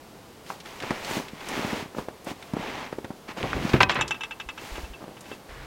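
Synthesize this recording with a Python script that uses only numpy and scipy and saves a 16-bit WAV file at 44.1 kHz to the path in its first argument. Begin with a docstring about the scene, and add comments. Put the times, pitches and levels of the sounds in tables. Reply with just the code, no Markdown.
"""A steel trailer coupler scrapes and drops onto a car's tow ball with a clank: the drawbar rings,
the hollow body rumbles and a loose steel part rattles to rest. Leading up to it, a man drags the
drawbar through cold snow, which crunches, slides and packs under his boots as his clothes swish.
At the very end the scene changes to a car running along a snowy track."""
import sys
import numpy as np
from scipy import signal
from scipy.fft import rfft, irfft
from scipy.io import wavfile
from scipy.ndimage import uniform_filter1d

SR = 44100
rng = np.random.default_rng(int(sys.argv[2]) if len(sys.argv) > 2 else 0)


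def wav_out(sig):
    """Save sig, one row per channel (or a flat mono array), as 16-bit PCM at SR to the path in sys.argv[1]."""
    wavfile.write(sys.argv[1], SR, np.round(np.clip(np.atleast_2d(sig).T, -1, 1) * 32767).astype(np.int16))


N = 249606
TIME = np.arange(N) / SR


def from_db(db):
    """Decibels to gain."""
    return 10 ** (np.asarray(db) / 20)


def rms_one(x):
    """Scale to rms 1."""
    return x / np.sqrt(np.mean(x ** 2) + 1e-20)


def fade(t, t60):
    """A decay that falls 60 dB in t60 seconds."""
    return 1000.0 ** (-t / max(t60, 1e-3))


def add(out, s, sound):
    """Mix a sound in at s seconds."""
    start = int(s * SR)
    out[start:start + len(sound)] += sound[:N - start]


def band(x, low_hz, high_hz, order=2):
    """High-pass, then low-pass; rms 1."""
    low_cut = signal.butter(2, min(low_hz, SR / 3), "high", fs=SR, output="sos")
    high_cut = signal.butter(order, min(high_hz, SR / 3), fs=SR, output="sos")
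    return rms_one(signal.sosfilt(high_cut, signal.sosfilt(low_cut, x + 1e-18)))


def coloured(x, spectrum):
    """Shape a steady texture with an EQ curve; rms 1."""
    hz, db = np.transpose(spectrum)
    bins_hz = np.maximum(np.fft.rfftfreq(N, 1 / SR), 1)
    gain = from_db(np.interp(np.log(bins_hz), np.log(hz), db))
    return rms_one(irfft(rfft(x) * gain, N))


def grains(per_s, spread_db, size=N):
    """Random tiny fractures of uneven strength; rms 1."""
    strength = from_db(spread_db * np.minimum(rng.exponential(1, size), 4))
    polarity = rng.choice([-1, 1], size)
    return rms_one(strength * polarity * (rng.random(size) < per_s / SR))


def pop(t, hz, cycles):
    """A rounded pulse that swells for the given number of cycles, then dies; height 1."""
    age = t * hz / cycles
    wave = age * np.exp(-age) * np.sin(2 * np.pi * hz * t)
    return wave / np.abs(wave).max()


def struck(t, modes, vary_db):
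    """Every blow excites each mode with a strength and sign of its own."""
    ring = np.zeros(len(t))
    for hz, db, t60 in modes:
        strength = from_db(db + vary_db * rng.standard_normal()) * rng.choice([-1, 1])
        ring += strength * fade(t, t60) * np.sin(2 * np.pi * hz * t)
    return ring


def air():
    """A soft, dark bed of outdoor air."""
    # The air's tone. Each row: frequency in Hz, relative level in dB.
    air_spectrum = [(15, -48), (25, -7.5), (195, -1.5), (229, -1.5), (270, -2.5), (427, -2.5), (516, -4),
                    (607, -7.5), (659, -4.5), (863, -7), (1700, -15), (4870, -20), (5880, -22.5),
                    (16000, -29)]
    return from_db(-48) * coloured(rng.standard_normal(N), air_spectrum)


def car(start_s=5.485, fade_in_s=0.0069):
    """Low engine hum under the rush of tyres on snow."""
    # The engine's tones. Each row: frequency in Hz, rms level in dB.
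    engine_tones = [(42, -49), (70, -52), (132, -54)]
    # The tyre rush. Each row: frequency in Hz, relative level in dB.
    tyre_spectrum = [(15, -28), (25, -3), (138, -13), (219, -27), (243, -40), (358, -25), (451, -11),
                     (569, -17), (665, -14), (737, -14.5), (1970, -17), (10000, -42), (12000, -57),
                     (15600, -76), (22000, -120)]
    hum = sum(np.sqrt(2) * from_db(db) * np.sin(2 * np.pi * (hz * TIME + rng.random()))
              for hz, db in engine_tones)
    tyres = from_db(-45) * coloured(rng.standard_normal(N), tyre_spectrum)
    return (hum + tyres) * np.clip((TIME - start_s) / fade_in_s, 0, 1)


def clearing(x, predelay_s=0.012):
    """Snow swallows most sound; the trailer wall and the trees scatter a faint dull tail."""
    t = TIME[:SR]
    scatter = band(rng.standard_normal(len(t)), low_hz=111, high_hz=1920)
    tail = scatter * fade(t, t60=0.39) * (t > predelay_s)
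    return x + from_db(-24) * signal.fftconvolve(x, tail / np.linalg.norm(tail))[:N]


def thuds():
    """Heavy footfalls come through the ground as dull thuds."""
    # Each row: start in seconds, peak in dB, pitch in Hz.
    footfalls = [(4.459, -39, 53.5), (4.716, -31.5, 42.2), (4.782, -35, 58.3), (4.832, -30.5, 58.7),
                 (4.9, -36, 47.7)]
    out = np.zeros(N)
    for s, db, hz in footfalls:
        add(out, s, from_db(db) * pop(TIME[:SR // 4], hz, cycles=0.42))
    return out


def ticks():
    """Ice and clothing give short, bright snaps."""
    # Each row: start in seconds, level in dB, frequency in Hz that the filters follow.
    snaps = [(0.464, -42.5, 2600), (0.602, -39, 3470), (0.658, -38.5, 2300), (0.802, -33, 2490),
             (0.8233, -31, 2120), (0.906, -27, 1880), (1.047, -33, 4160), (1.283, -38, 2830),
             (1.406, -38, 2420), (1.487, -35, 7000), (2.245, -46, 10500), (2.425, -39, 2600),
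             (2.925, -33, 1040), (3.045, -34.5, 1700), (3.284, -37, 1460), (3.944, -35, 7000),
             (5.208, -42, 7500)]
    out, t = np.zeros(N), TIME[:SR // 10]
    for s, db, hz in snaps:
        snap = band(rng.standard_normal(len(t)), low_hz=0.91 * hz, high_hz=0.77 * hz)
        add(out, s, from_db(db) * snap * fade(t, t60=0.053))
    return out


def footwork(range_db=23, sag_db_per_s=8):
    """Envelopes for slide, swish and packing: each step rises, sags under the weight and releases."""
    # Strides and shuffles. Each row: landing time, rise, hold and release in seconds,
    # then relative levels in dB of boot slide, clothes swish and snow packing.
    steps = [(0.499, 0.081, 0.0083, 0.14, -47.5, -52, -47), (0.659, 0.041, 0.15, .04, -45.5, -58, -58),
             (0.827, .03, 0.14, 0.22, -37.5, -56.5, -50), (1.119, 0.23, 0.05, .14, -33, -44, -45),
             (1.536, 0.28, 0.27, 0.099, -33.5, -49.5, -42.5), (1.984, .06, 0.0093, 0.1, -43.5, -53, -39.5),
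             (2.277, 0.033, .035, 0.045, -39, -51.5, -40), (2.423, 0.21, 0.077, 0.084, -54, -63, -62),
             (2.609, 0.13, 0.24, 0.13, -36.5, -59.5, -47), (3.285, .015, 0.029, 0.039, -38.5, -64, -45),
             (3.376, 0.027, 0.21, 0.14, -36, -57, -39.5), (3.635, .12, 0.14, 0.065, -35.5, -52.5, -33.5),
             (4.628, 0.1, 0.18, .22, -44, -53.5, -53), (5.017, 0.12, 0.093, .06, -60, -74, -44.5),
             (5.296, 0.23, 0.052, 0.069, -51, -60, -50)]
    power = np.zeros((3, N))
    for s, rise, hold, release, *levels_db in steps:
        t = TIME - s
        away = np.maximum(-t, 0) / rise + np.maximum(t - hold, 0) / release   # 0 during the hold
        effort = from_db(-range_db * np.minimum(away, 10) - sag_db_per_s * np.clip(t, 0, hold))
        power += np.outer(from_db(levels_db), effort) ** 2
    return np.sqrt(power)


def walking():
    """Soles shear fine crystals, fabric rubs, and weight packs the snow in coarse grains."""
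    # The tone of sliding soles and of cloth. Each row: frequency in Hz, relative level in dB.
    slide_spectrum = [(130, -8), (250, 1), (430, -1), (600, -1), (870, 1.5), (1460, -4.5), (2100, -2.5),
                      (3300, -8.5), (4400, -15.5), (6300, -20.5), (8000, -29.5), (12000, -52), (16000, -55)]
    cloth_spectrum = [(2000, 3), (4500, 2.5), (6400, 0.5), (8500, -4.5), (12000, -8.5), (16000, -8.5)]
    slide, swish, packing = footwork()
    crystals = coloured(grains(per_s=5500, spread_db=3), slide_spectrum)
    fabric = coloured(grains(per_s=25000, spread_db=4.5), cloth_spectrum)
    lumps = band(grains(per_s=770, spread_db=5.5), low_hz=117, high_hz=527)
    return from_db(1) * slide * crystals + from_db(7.5) * swish * fabric + packing * lumps


def crunches():
    """Snow collapses under a boot in one pop with a faint snap, then smaller pieces crumble."""
    # Each row: start in seconds, level in dB, pitch in Hz, crumble in dB relative to the pop.
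    collapses = [(0.835, -25, 385, -5), (0.9071, -13.5, 254, -6.5), (1.1122, -24, 320, -18),
                 (1.1691, -18, 241, -18), (1.179, -21, 270, -13), (1.1978, -20.5, 273, -9),
                 (1.333, -27, 207, -18), (1.576, -20.5, 261, -15), (1.5933, -19, 308, -20),
                 (1.6474, -18.5, 226, -11), (1.7296, -22, 231, -3.5), (1.8253, -24.5, 209, -22),
                 (1.8577, -30, 220, -15), (1.9479, -32.5, 358, -4), (1.9684, -25.5, 520, -18),
                 (1.9845, -19, 259.4, -4), (2.0851, -18.5, 504, -18), (2.269, -25, 287, 0.5),
                 (2.3152, -24, 288, -15), (2.536, -15, 220, -10.5), (2.5666, -17, 271, -9.5),
                 (2.5955, -24, 222, -21), (2.9279, -21, 395, -13), (2.9847, -19.5, 380, -15.5),
                 (3.0446, -25, 270, -6.5), (3.1044, -24, 254, -9), (3.65, -14.5, 204, -25),
                 (4.7804, -26.5, 450, -4.5), (5.014, -33.5, 353, -6), (5.0386, -31, 344, -13),
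                 (5.0798, -28, 396, -16), (5.3153, -28.5, 396, -7)]
    out, t = np.zeros(N), TIME[:SR // 8]
    for s, db, hz, crumble_db in collapses:
        crumbs = band(grains(per_s=2300, spread_db=0, size=len(t)), 0.15 * hz, 3.43 * hz, order=3)
        crumble = from_db(crumble_db) * crumbs * fade(t, t60=0.063)
        crack = band(rng.standard_normal(len(t)), low_hz=hz, high_hz=1400, order=1)
        snap = from_db(-24.5) * crack * fade(t, t60=0.042)
        add(out, s, from_db(db) * (pop(t, hz, cycles=0.33) + snap + crumble))
    low_cut = signal.butter(2, 70, "high", fs=SR, output="sos")
    return signal.sosfilt(low_cut, out + 1e-18)


def shudder(rise_s=0.0051, t60=0.42):
    """The big hollow trailer body rumbles when its drawbar is jolted."""
    # Each row: start in seconds, level in dB.
    jolts = [(3.43, -33.5), (3.548, -26), (3.734, -16.5), (3.81, -15.5), (3.971, -29)]
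    # The body's hollow resonances. Each row: frequency in Hz, relative level in dB.
    body_spectrum = [(25, -28), (52, 1), (85, -5), (120, 2.5), (160, -5), (215, -4.5), (280, -6), (350, -3),
                     (700, -26), (2000, -50)]
    envelope, t = np.zeros(N), TIME[:SR]
    for s, db in jolts:
        add(envelope, s, from_db(db) * np.minimum(t / rise_s, fade(t - rise_s, t60)))
    return envelope * coloured(rng.standard_normal(N), body_spectrum)


def loose_part(note_peak_s=0.014, buzz_s=0.023):
    """Loose steel swings against its stop: a buzz, a swelling note, a ring choked as it settles."""
    # Each row: start in seconds, level in dB.
    clinks = [(3.915, -18), (4.0104, -13), (4.1084, -20), (4.144, -31.5), (4.208, -28), (4.2344, -25),
              (4.3093, -29), (4.3995, -26.5), (4.4884, -27), (4.577, -30.5), (4.7547, -33.5), (4.8408, -41),
              (4.9357, -39.5), (5.1676, -40), (5.2562, -43), (5.3156, -36)]
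    # The part's modes. Each row: frequency in Hz, relative level in dB, unchoked t60 in seconds.
    part_modes = [(875, 0, 0.048), (1080, -2, 0.023), (1174, -10.5, 0.063), (1287, -3, 0.04),
                  (1602, 1.5, 0.04), (1690, -6, 0.022), (2050, -3.5, 0.036), (2250, -10, 0.06),
                  (2340, -7.5, 0.065), (2620, -5, 0.12), (2667, -7, 0.38), (2850, -5.5, 0.071),
                  (3020, -5.5, .07), (2984, -4, 0.056), (3310, -8, 0.11), (3470, -13, 0.085),
                  (3630, -10, 0.086), (3690, -3.5, 0.059), (5200, -18, 0.066), (5400, -13.5, 0.057),
                  (5880, -10.5, 0.063), (6100, -15, .05), (7140, -15, 0.046), (6600, -15, .04),
                  (7660, -17, 0.029), (7340, -12, 0.058), (9000, -18.5, .04), (10500, -23, 0.041)]
    out, t = np.zeros(N), TIME[:SR // 3]
    swell = (t / note_peak_s) ** 2
    pair = np.sin(2 * np.pi * 2667 * t) + 0.36 * np.sin(2 * np.pi * 2590 * t)   # two close modes beat
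    note = swell * np.exp(1 - swell) * pair
    choke = np.interp(t, [0, .004, .018, .032, .07], [.7, 1, 1, .3, 0])
    for s, db in clinks:
        contact = rng.standard_normal(len(t))
        buzz = band(contact, low_hz=880, high_hz=2930, order=4)
        sizzle = from_db(-18.5) * band(contact, low_hz=5330, high_hz=7740)
        touch = (buzz + sizzle) * np.exp(-(t / buzz_s) ** 2)
        detune = 1 + 0.0014 * rng.standard_normal()   # the pitch shifts with how the part lies
        tilt_db_per_octave = 0.47 * (db + 20)   # harder touches reach more of the high modes
        modes = [(hz, level + tilt_db_per_octave * max(0, np.log2(hz / 3000)), t60)
                 for hz, level, t60 in part_modes]
        ring = choke * struck(detune * t, modes, vary_db=2)
        add(out, s, from_db(db) * (from_db(-14) * touch + from_db(-6) * ring + from_db(-6.5) * note))
    return out


def coupler():
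    """Steel grinds and knocks on steel; the drawbar rings with the modes that each contact reaches."""
    # Each row: start in seconds, level in dB, low and high band edges in Hz, t60 in seconds.
    knocks = [(0.502, -25, 900, 990, 0.037), (3.436, -25.5, 222, 890, 0.13), (3.531, -29, 766, 2200, 0.055),
              (3.692, -31.5, 300, 5000, 0.085), (3.734, -20.5, 890, 2340, 0.23),
              (3.738, -8, 151, 307, 0.089), (3.741, -17, 480, 686, .12), (3.762, -27, 1770, 2870, .13),
              (3.8043, -9, 800, 3000, 0.043), (3.807, -4, 483, 2280, 0.07),
              (3.8139, -12.5, 790, 3100, 0.12), (3.8312, -1.5, 895, 3740, 0.03),
              (3.890, -24, 1500, 2980, .04), (3.895, -9.5, 610, 3130, 0.14),
              (3.955, -16.5, 600, 2380, 0.17), (3.989, -21, 580, 2100, 0.16),
              (4.079, -30.5, 2520, 6900, 0.058)]
    # The drawbar's ring. Each row: frequency in Hz, relative level in dB, t60 in seconds.
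    drawbar_modes = [(570.5, -6.5, 0.092), (768, -15, 0.17), (994, -5.5, 0.072), (1047, -13, 0.088),
                     (1160, -14, 0.13), (1560, -8, 0.073), (1640, -40, 0.11), (1830, -18, 0.086),
                     (1960, -42, 0.11), (2170, -34, 0.1), (2544, -10.5, 0.093), (2660, -32, 0.09),
                     (2800, -30, .1), (3647, -29, .08)]
    # Single hard steel-on-steel transients. Each row: start in seconds, peak in dB, pitch in Hz.
    hard_hits = [(3.4296, -14.5, 2500), (3.5315, -14.5, 1320), (3.826, -10, 8000), (3.8314, 3.5, 3080),
                 (3.8954, 3, 2280)]
    out, t = np.zeros(N), TIME[:SR]
    for s, db, low_hz, high_hz, t60 in knocks:
        contact = rng.standard_normal(len(t))
        grit = from_db(-31) * high_hz / 3000 * contact   # harder contacts shed more treble
        crash = (band(contact, low_hz, high_hz, order=3) + grit) * fade(t, t60)
        reached = [(hz, level - 10 * np.log10(1 + (hz / high_hz) ** 4 + (low_hz / hz) ** 4), ring_s)
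                   for hz, level, ring_s in drawbar_modes]
        drive = from_db(2) * np.sqrt(t60 / (t60 + 0.044))   # a brief touch feeds the ring less
        add(out, s, from_db(db) * (crash + drive * struck(t, reached, vary_db=2.5)))
    for s, db, hz in hard_hits:
        add(out, s, from_db(db) * pop(t, hz, cycles=0.41))
    return out


def scene():
    """Mono mix: man and trailer in the clearing over a bed of air, with the car at the end."""
    bed = air()
    man = walking() + crunches() + thuds() + ticks()
    trailer = coupler() + shudder() + loose_part()
    return (clearing(man + trailer) + car() + bed)[None]


def record(dry, threshold_db=-13.5, attack_s=0.013, release_db_per_s=46):
    """A limiter ducks everything after a loud blow and recovers; peaks clip and the top is cut."""
    power = uniform_filter1d(dry[0] ** 2, size=128)
    level_db = 10 * np.log10(np.maximum(power, 1e-12))
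    over_db = np.maximum(level_db - threshold_db, 0)
    recovery_db = release_db_per_s * TIME
    duck_db = np.maximum.accumulate(over_db + recovery_db) - recovery_db
    pole = np.exp(-1 / (attack_s * SR))
    limited = dry * from_db(-signal.lfilter([1 - pole], [1, -pole], duck_db))
    high_cut = signal.ellip(12, .1, 80, 15900, fs=SR, output="sos")
    return signal.sosfilt(high_cut, np.clip(limited, -.92, .92))


dry = scene()
out = record(dry)
wav_out(out)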